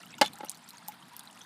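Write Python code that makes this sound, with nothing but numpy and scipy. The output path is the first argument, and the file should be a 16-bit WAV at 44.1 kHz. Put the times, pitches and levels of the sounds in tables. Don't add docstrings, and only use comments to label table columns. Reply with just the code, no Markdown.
import sys
import numpy as np
from scipy import signal
from scipy.io import wavfile
from scipy.ndimage import uniform_filter1d

SR = 44100
rng = np.random.default_rng(int(sys.argv[2]) if len(sys.argv) > 2 else 0)


def to_wav(sig):
    pcm = np.clip(np.atleast_2d(sig), -1, 1) * 32767
    pcm = np.round(pcm).astype(np.int16)
    wavfile.write(sys.argv[1], SR, pcm.T)


def gain_from_db(level_db):
    decades = np.asarray(level_db, float) / 20
    return 10 ** decades


N = 63945

# t/s, force/dB, hardness/Hz
FOOT_CONTACTS = [(.2125, -12, 7000), (.2141, -5, 7000), (.2176, -6, 3500), (.2211, -11, 4240),
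                 (.2248, -16, 3500), (.2272, -18, 3500), (.2320, -21, 3000), (.2415, -26, 2490),
                 (.2490, -36, 2450), (.4062, -34, 2500), (.4083, -28, 1800), (.4325, -22, 560),
                 (.4362, -25, 800), (.4458, -36, 2520), (.4495, -33, 880)]
# f/Hz, level/dB, t60/s
TUBE_MODES = [(212, -9, 0.033), (372, -10.5, 0.036), (596.4, -7.5, .05), (790, -9.5, 0.028),
              (854.7, 6, 0.034), (1136, -7, 0.049), (1333, -4, 0.036), (1442, -4.5, 0.032),
              (1714, -4.5, 0.053), (2142, -3.5, 0.057), (2940, -0.5, 0.022), (3630, -4, .033),
              (4780, 6.5, 0.0081), (6000, -26.5, .012)]
# t/s, level/dB
PIVOT_CHATTERS = [(.2254, -16), (.2310, -22), (.2385, -25.5), (0.243, -32), (.2465, -23), (.2495, -29),
                  (0.2517, -22.5), (.2588, -27.5), (.2610, -17.5), (0.264, -28), (0.269, -28), (.2750, -34),
                  (0.28, -24)]
# f/Hz, level/dB, t60/s
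PIVOT_MODES = [(3100, -22, 0.0268), (3525, -6, 0.027), (4050, -6.5, 0.0089), (5000, -30, 0.026)]
# t/s, peak/dB, f/Hz, t60/s
AXLE_SQUEAKS = [
    (.2400, -32, 3520, 0.058),
    (.2500, -35, 3530, 0.027),
    (.2588, -26.5, 3447, 0.036),
    (.2588, -21.5, 3004, 0.019),
    (.2700, -43, 3447, 0.062),
]
# t/s, peak/dB, centre f/Hz, broad part/dB
DROP_SPLATS = [(0.0298, -42.5, 8000, 2), (0.0573, -41.5, 14660, -10), (0.0817, -50, 6190, -9),
               (0.1052, -48, 7570, -6), (0.1264, -57, 8080, -5), (0.1394, -54, 14300, -7),
               (0.1516, -44, 8700, -7), (0.182, -37, 6300, -7), (0.1864, -38, 6350, -7),
               (0.3331, -38, 10350, -7), (0.3384, -41, 11800, -3), (0.3556, -37, 8300, -7),
               (0.382, -57, 7370, -15), (0.3864, -34.5, 7950, 6), (0.4469, -35, 10300, -21),
               (0.4514, -45, 11100, -12), (0.4624, -41, 9250, -7), (0.4948, -17, 9350, -2.5),
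               (0.5014, -26, 8300, 2), (0.5154, -27, 8250, -3), (0.5457, -40.5, 6060, -3),
               (0.5524, -38, 6360, 3), (0.5726, -37.5, 8010, 3), (0.5824, -49, 8650, -17),
               (0.6285, -58, 7410, 1), (0.6784, -43, 6000, -15), (0.6883, -30, 10350, 1),
               (0.6944, -36, 10600, -2), (0.7054, -36, 10000, 7), (0.7327, -42.5, 6310, -5),
               (0.7814, -40, 8650, -5), (0.8091, -51, 7500, -9), (0.831, -55, 7130, -5),
               (0.8784, -32, 13300, 12), (0.8829, -18.5, 13040, -3.5), (0.9208, -48, 12130, -4),
               (0.9208, -36.5, 6000, 2), (0.9404, -45, 12900, -7), (1.0829, -46, 9800, -10),
               (1.1338, -44, 8900, 7), (1.1648, -27.5, 13000, -6), (1.1932, -25, 9240, 3),
               (1.2351, -45, 10400, -5), (1.2545, -42, 8400, 15), (1.3109, -41.5, 9300, -7),
               (1.3284, -42.5, 8130, -14), (1.3578, -43, 9410, -7), (1.3748, -51, 9450, -5),
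               (1.3912, -42, 9440, -7), (1.4152, -43, 5800, -38)]
# t/s, peak/dB, f/Hz, t60/s
SMALL_BUBBLES = [(.0323, -45, 2710, 0.044), (.0653, -47, 2910, 0.032), (.1062, -43, 5470, 0.024),
                 (.1184, -42, 7640, 0.014), (.1271, -45, 2490, 0.08), (.1401, -40, 2130, 0.035),
                 (.1415, -41.5, 3640, 0.019), (.1825, -40, 2860, 0.024), (.2734, -37.5, 6450, 0.017),
                 (.3341, -38.5, 4060, 0.015), (.4584, -44, 5570, 0.016), (.4693, -40.5, 2780, 0.021),
                 (.4850, -42, 5970, 0.026), (.4865, -41, 4050, 0.022), (.5457, -51, 4260, 0.1),
                 (.6419, -47, 7370, 0.031), (.6784, -47, 4430, 0.023), (.6913, -41, 3920, 0.013),
                 (.7058, -40.5, 4050, 0.021), (.7711, -43.5, 6460, 0.013), (.7816, -41, 4350, 0.016),
                 (.9208, -41, 2200, 0.011), (1.0256, -45.5, 3060, 0.03), (1.1937, -45.5, 3390, 0.032),
                 (1.2074, -36, 3830, 0.0048), (1.274, -39, 4000, 0.019), (1.3009, -43, 2900, 0.009),
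                 (1.3753, -44, 2710, 0.012), (1.409, -46.5, 3270, 0.091), (1.4152, -41, 6000, 0.031)]
# t/s, peak/dB, f/Hz, t60/s
LARGE_BUBBLES = [(.034, -41.5, 1330, 0.033), (.183, -36.5, 1410, 0.024), (.189, -41, 926, 0.042),
                 (.340, -43.5, 804, 0.073), (.388, -45.5, 832, 0.21), (.735, -43.5, 952, 0.056),
                 (.825, -43.5, 1366, 0.032), (.8845, -32.5, 839, 0.075), (1.115, -50, 943.7, 0.24),
                 (1.138, -44.5, 972, 0.072)]
# t/s, level/dB
TRICKLE_FLOW = [(0.0, -53), (0.214, -62), (0.35, -54.5), (0.48, -59.5), (0.976, -60.5), (1.45, -57)]
# f/Hz, density/dB per Hz
HISS_SPECTRUM = [(880, -33), (1500, 0), (2550, -6), (4140, -3), (6970, -20.5), (9470, -9), (14300, -28.5),
                 (15800, -2)]
# t/s, level/dB
HUM_SWELL = [(0.0, -55.5), (0.302, -52.5), (0.48, -59), (0.876, -59.5), (1.45, -57.5)]
# f/Hz, density/dB per Hz
HUM_SPECTRUM = [(40, -22), (70, -21), (110, -9), (180, -2), (250, -2.5), (330, -16.5), (500, -17)]
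# f/Hz, density/dB per Hz
GARDEN_SPECTRUM = [(450, -26), (600, -5.5), (950, 1), (1500, -9.5), (2400, -21), (3500, -30)]


def tube():
    mode_scatter_db = 6.5
    settle_s, settle_db, settle_time_s = .2226, -12, .0015
    out, t = np.zeros(N), np.arange(SR // 4) / SR
    for s, force_db, hard_hz in FOOT_CONTACTS:
        push = butter(1. * (t == 0), hard_hz, "low")
        scatter_db = mode_scatter_db * rng.standard_normal(len(TUBE_MODES))
        noise = rng.standard_normal((2, len(t)))
        body = np.zeros(len(t))
        for (hz, mode_db, t60_s), extra_db in zip(TUBE_MODES, scatter_db):
            body += gain_from_db(mode_db + extra_db - 15) * ring(push, hz, t60_s)
        settled = np.clip((s + t - settle_s) / settle_time_s, 0, 1) * (s < settle_s)
        crack = butter(noise[0] * fade(t, .0098), [700, 6600], "band", order=1)
        crack = gain_from_db(-3.5) * butter(crack, 2 * hard_hz, "low")
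        echo = gain_from_db(-26.5) * butter(noise[1] * fade(t, .19), [500, 4000], "band")
        add(out, s, gain_from_db(force_db) * (body * gain_from_db(settle_db * settled) + crack + echo))
    return out


def pivot():
    chatter_t60_s, buzz_db, buzz_smooth_s = .0055, -23.5, .004
    shake, t = np.zeros(N), np.arange(SR // 30) / SR
    for s, level_db in PIVOT_CHATTERS:
        add(shake, s, gain_from_db(level_db - 17.5) * fade(t, chatter_t60_s))
    noise = rng.standard_normal((2, N))
    chatter = noise[0] * shake
    buzz = noise[1] * uniform_filter1d(shake, int(buzz_smooth_s * SR))
    modes = sum(gain_from_db(mode_db) * ring(chatter, hz, t60_s) for hz, mode_db, t60_s in PIVOT_MODES)
    return modes + gain_from_db(buzz_db + 34) * butter(buzz, [4000, 11000], "band")


def squeaks():
    return bubbles(AXLE_SQUEAKS, attack_s=.0015, rise_per_s=0, wobble=.32)


def splats():
    attack_s, snap_t60_s, rise_s = .0003, .0026, .00051
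    spray_db, spray_t60_s = -23, .045
    width, body_db, body_low_hz = .27, -4, 4000
    out, t = np.zeros(N), np.arange(SR // 12) / SR
    envelope = fade(t, snap_t60_s) + gain_from_db(spray_db) * fade(t, spray_t60_s)
    envelope = envelope * (1 - np.exp(-t / attack_s))
    for s, peak_db, hz, broad_db in DROP_SPLATS:
        burst = rng.standard_normal(len(t)) * envelope
        narrow = butter(burst, [hz * (1 - width / 2), hz * (1 + width)], "band")
        broad = gain_from_db(body_db + broad_db) * butter(burst, body_low_hz, "high", order=3)
        snap = narrow + broad
        add(out, s + rise_s, gain_from_db(peak_db) * snap / np.abs(snap).max())
    return out


def bubbles(table, attack_s, rise_per_s, wobble):
    out, t = np.zeros(N), np.arange(SR // 6) / SR
    for s, peak_db, hz, t60_s in table:
        shake = wobble * rms_one(butter(rng.standard_normal((2, len(t))), hz / 12, "low"))
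        phase = 2 * np.pi * hz * t * (1 + rise_per_s * t / 2) + shake[1]
        tone = (1 + .5 * shake[0]) * np.sin(phase)
        add(out, s, gain_from_db(peak_db) * (1 - np.exp(-t / attack_s)) * fade(t, t60_s) * tone)
    return out


def trickle():
    fizz_db, ticks_db, hiss_db, hiss_flow_share = -61, -67, -4, .24
    s, db = np.transpose(TRICKLE_FLOW)
    swing_db = np.interp(np.arange(N) / SR, s, db - db.mean())
    fizz = dealt_rings(grains(320, spread_db=1), np.geomspace(1300, 9000, 24), cycles=23)
    ticks = dealt_rings(grains(700, spread_db=4.5), np.geomspace(3500, 14500, 14), cycles=24)
    drops = gain_from_db(fizz_db) * fizz + gain_from_db(ticks_db) * butter(ticks, 2000, "high")
    hiss_level = gain_from_db(db.mean() + hiss_db + hiss_flow_share * swing_db)
    return gain_from_db(swing_db) * drops + hiss_level * banded_noise(HISS_SPECTRUM, patchy_db=1.8)


def grains(rate_per_s, spread_db):
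    sizes = gain_from_db(spread_db * np.minimum(rng.exponential(1, N), 4)) * rng.choice([-1, 1], N)
    return sizes * (rng.random(N) < rate_per_s * gain_from_db(4 * drift(12)) / SR)


def dealt_rings(clicks, pitches_hz, cycles):
    dealt, out = rng.integers(0, len(pitches_hz), N), np.zeros(N)
    for k, hz in enumerate(pitches_hz):
        once = ring(clicks * (dealt == k), hz, cycles / hz)
        out += hz * ring(once, hz, cycles / hz / 2)
    return rms_one(out)


def garden():
    hum_db, wash_db = -2.5, -60
    s, db = np.transpose(HUM_SWELL)
    hum_level = gain_from_db(hum_db + np.interp(np.arange(N) / SR, s, db))
    hum = hum_level * banded_noise(HUM_SPECTRUM, patchy_db=1.5)
    return hum + gain_from_db(wash_db) * banded_noise(GARDEN_SPECTRUM, patchy_db=1.5)


def banded_noise(spectrum, patchy_db):
    out, together = np.zeros(N), drift(3)
    edges_hz = 40 * 2 ** np.arange(0, 9, 1 / 3)
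    white = rng.standard_normal((2, N))
    at_hz, db = np.transpose(spectrum)
    for k, (low, high) in enumerate(zip(edges_hz, edges_hz[1:])):
        level_db = np.interp(np.log(low * high) / 2, np.log(at_hz), db, left=-60, right=-60)
        flicker_db = patchy_db * (.5 * together + drift(19))
        out += gain_from_db(level_db + flicker_db) * butter(white[k % 2], [low, high], "band")
    return rms_one(out)


def drift(rate_hz):
    r = np.exp(-80 * np.pi * rate_hz / SR)
    slow = signal.lfilter([1], [1, -2 * r, r * r], rng.standard_normal(N // 40 + 2002))[2000:]
    return np.interp(np.arange(N) / 40, np.arange(len(slow)), rms_one(slow))


def ring(clicks, hz, t60_s):
    r, w = gain_from_db(-60 / (t60_s * SR)), 2 * np.pi * hz / SR
    return signal.lfilter([0, np.sin(w)], [1, -2 * r * np.cos(w), r * r], clicks + 1e-18)


def fade(t, t60_s):
    return np.exp(-np.log(1000) * t / t60_s)


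def butter(x, hz, kind, order=2):
    edges_hz = np.clip(hz, 20, .45 * SR)
    return signal.sosfilt(signal.butter(order, edges_hz, kind, fs=SR, output="sos"), x)


def rms_one(x):
    return x / np.sqrt(np.mean(x ** 2) + 1e-20)


def add(out, s, grain):
    i = int(s * SR)
    out[i:i + len(grain)] += grain[:N - i]


def scene():
    small = bubbles(SMALL_BUBBLES, attack_s=.00012, rise_per_s=5.3, wobble=.45)
    large = bubbles(LARGE_BUBBLES, attack_s=.00122, rise_per_s=.62, wobble=.2)
    knock = butter(tube(), 205, "high", order=4)
    mix = knock + pivot() + splats() + small + large + trickle() + garden() + squeaks()
    return mix[None]


def low_pass(x):
    return signal.sosfilt(signal.butter(12, 16490, fs=SR, output="sos"), x)


def record(dry):
    bass_cut = butter(dry, 93, "high")
    top_cut = signal.cheby2(10, 35, 15900, fs=SR, output="sos")
    mix = signal.sosfilt(top_cut, bass_cut)
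    return low_pass(mix)


dry = scene()
out = record(dry)
to_wav(out)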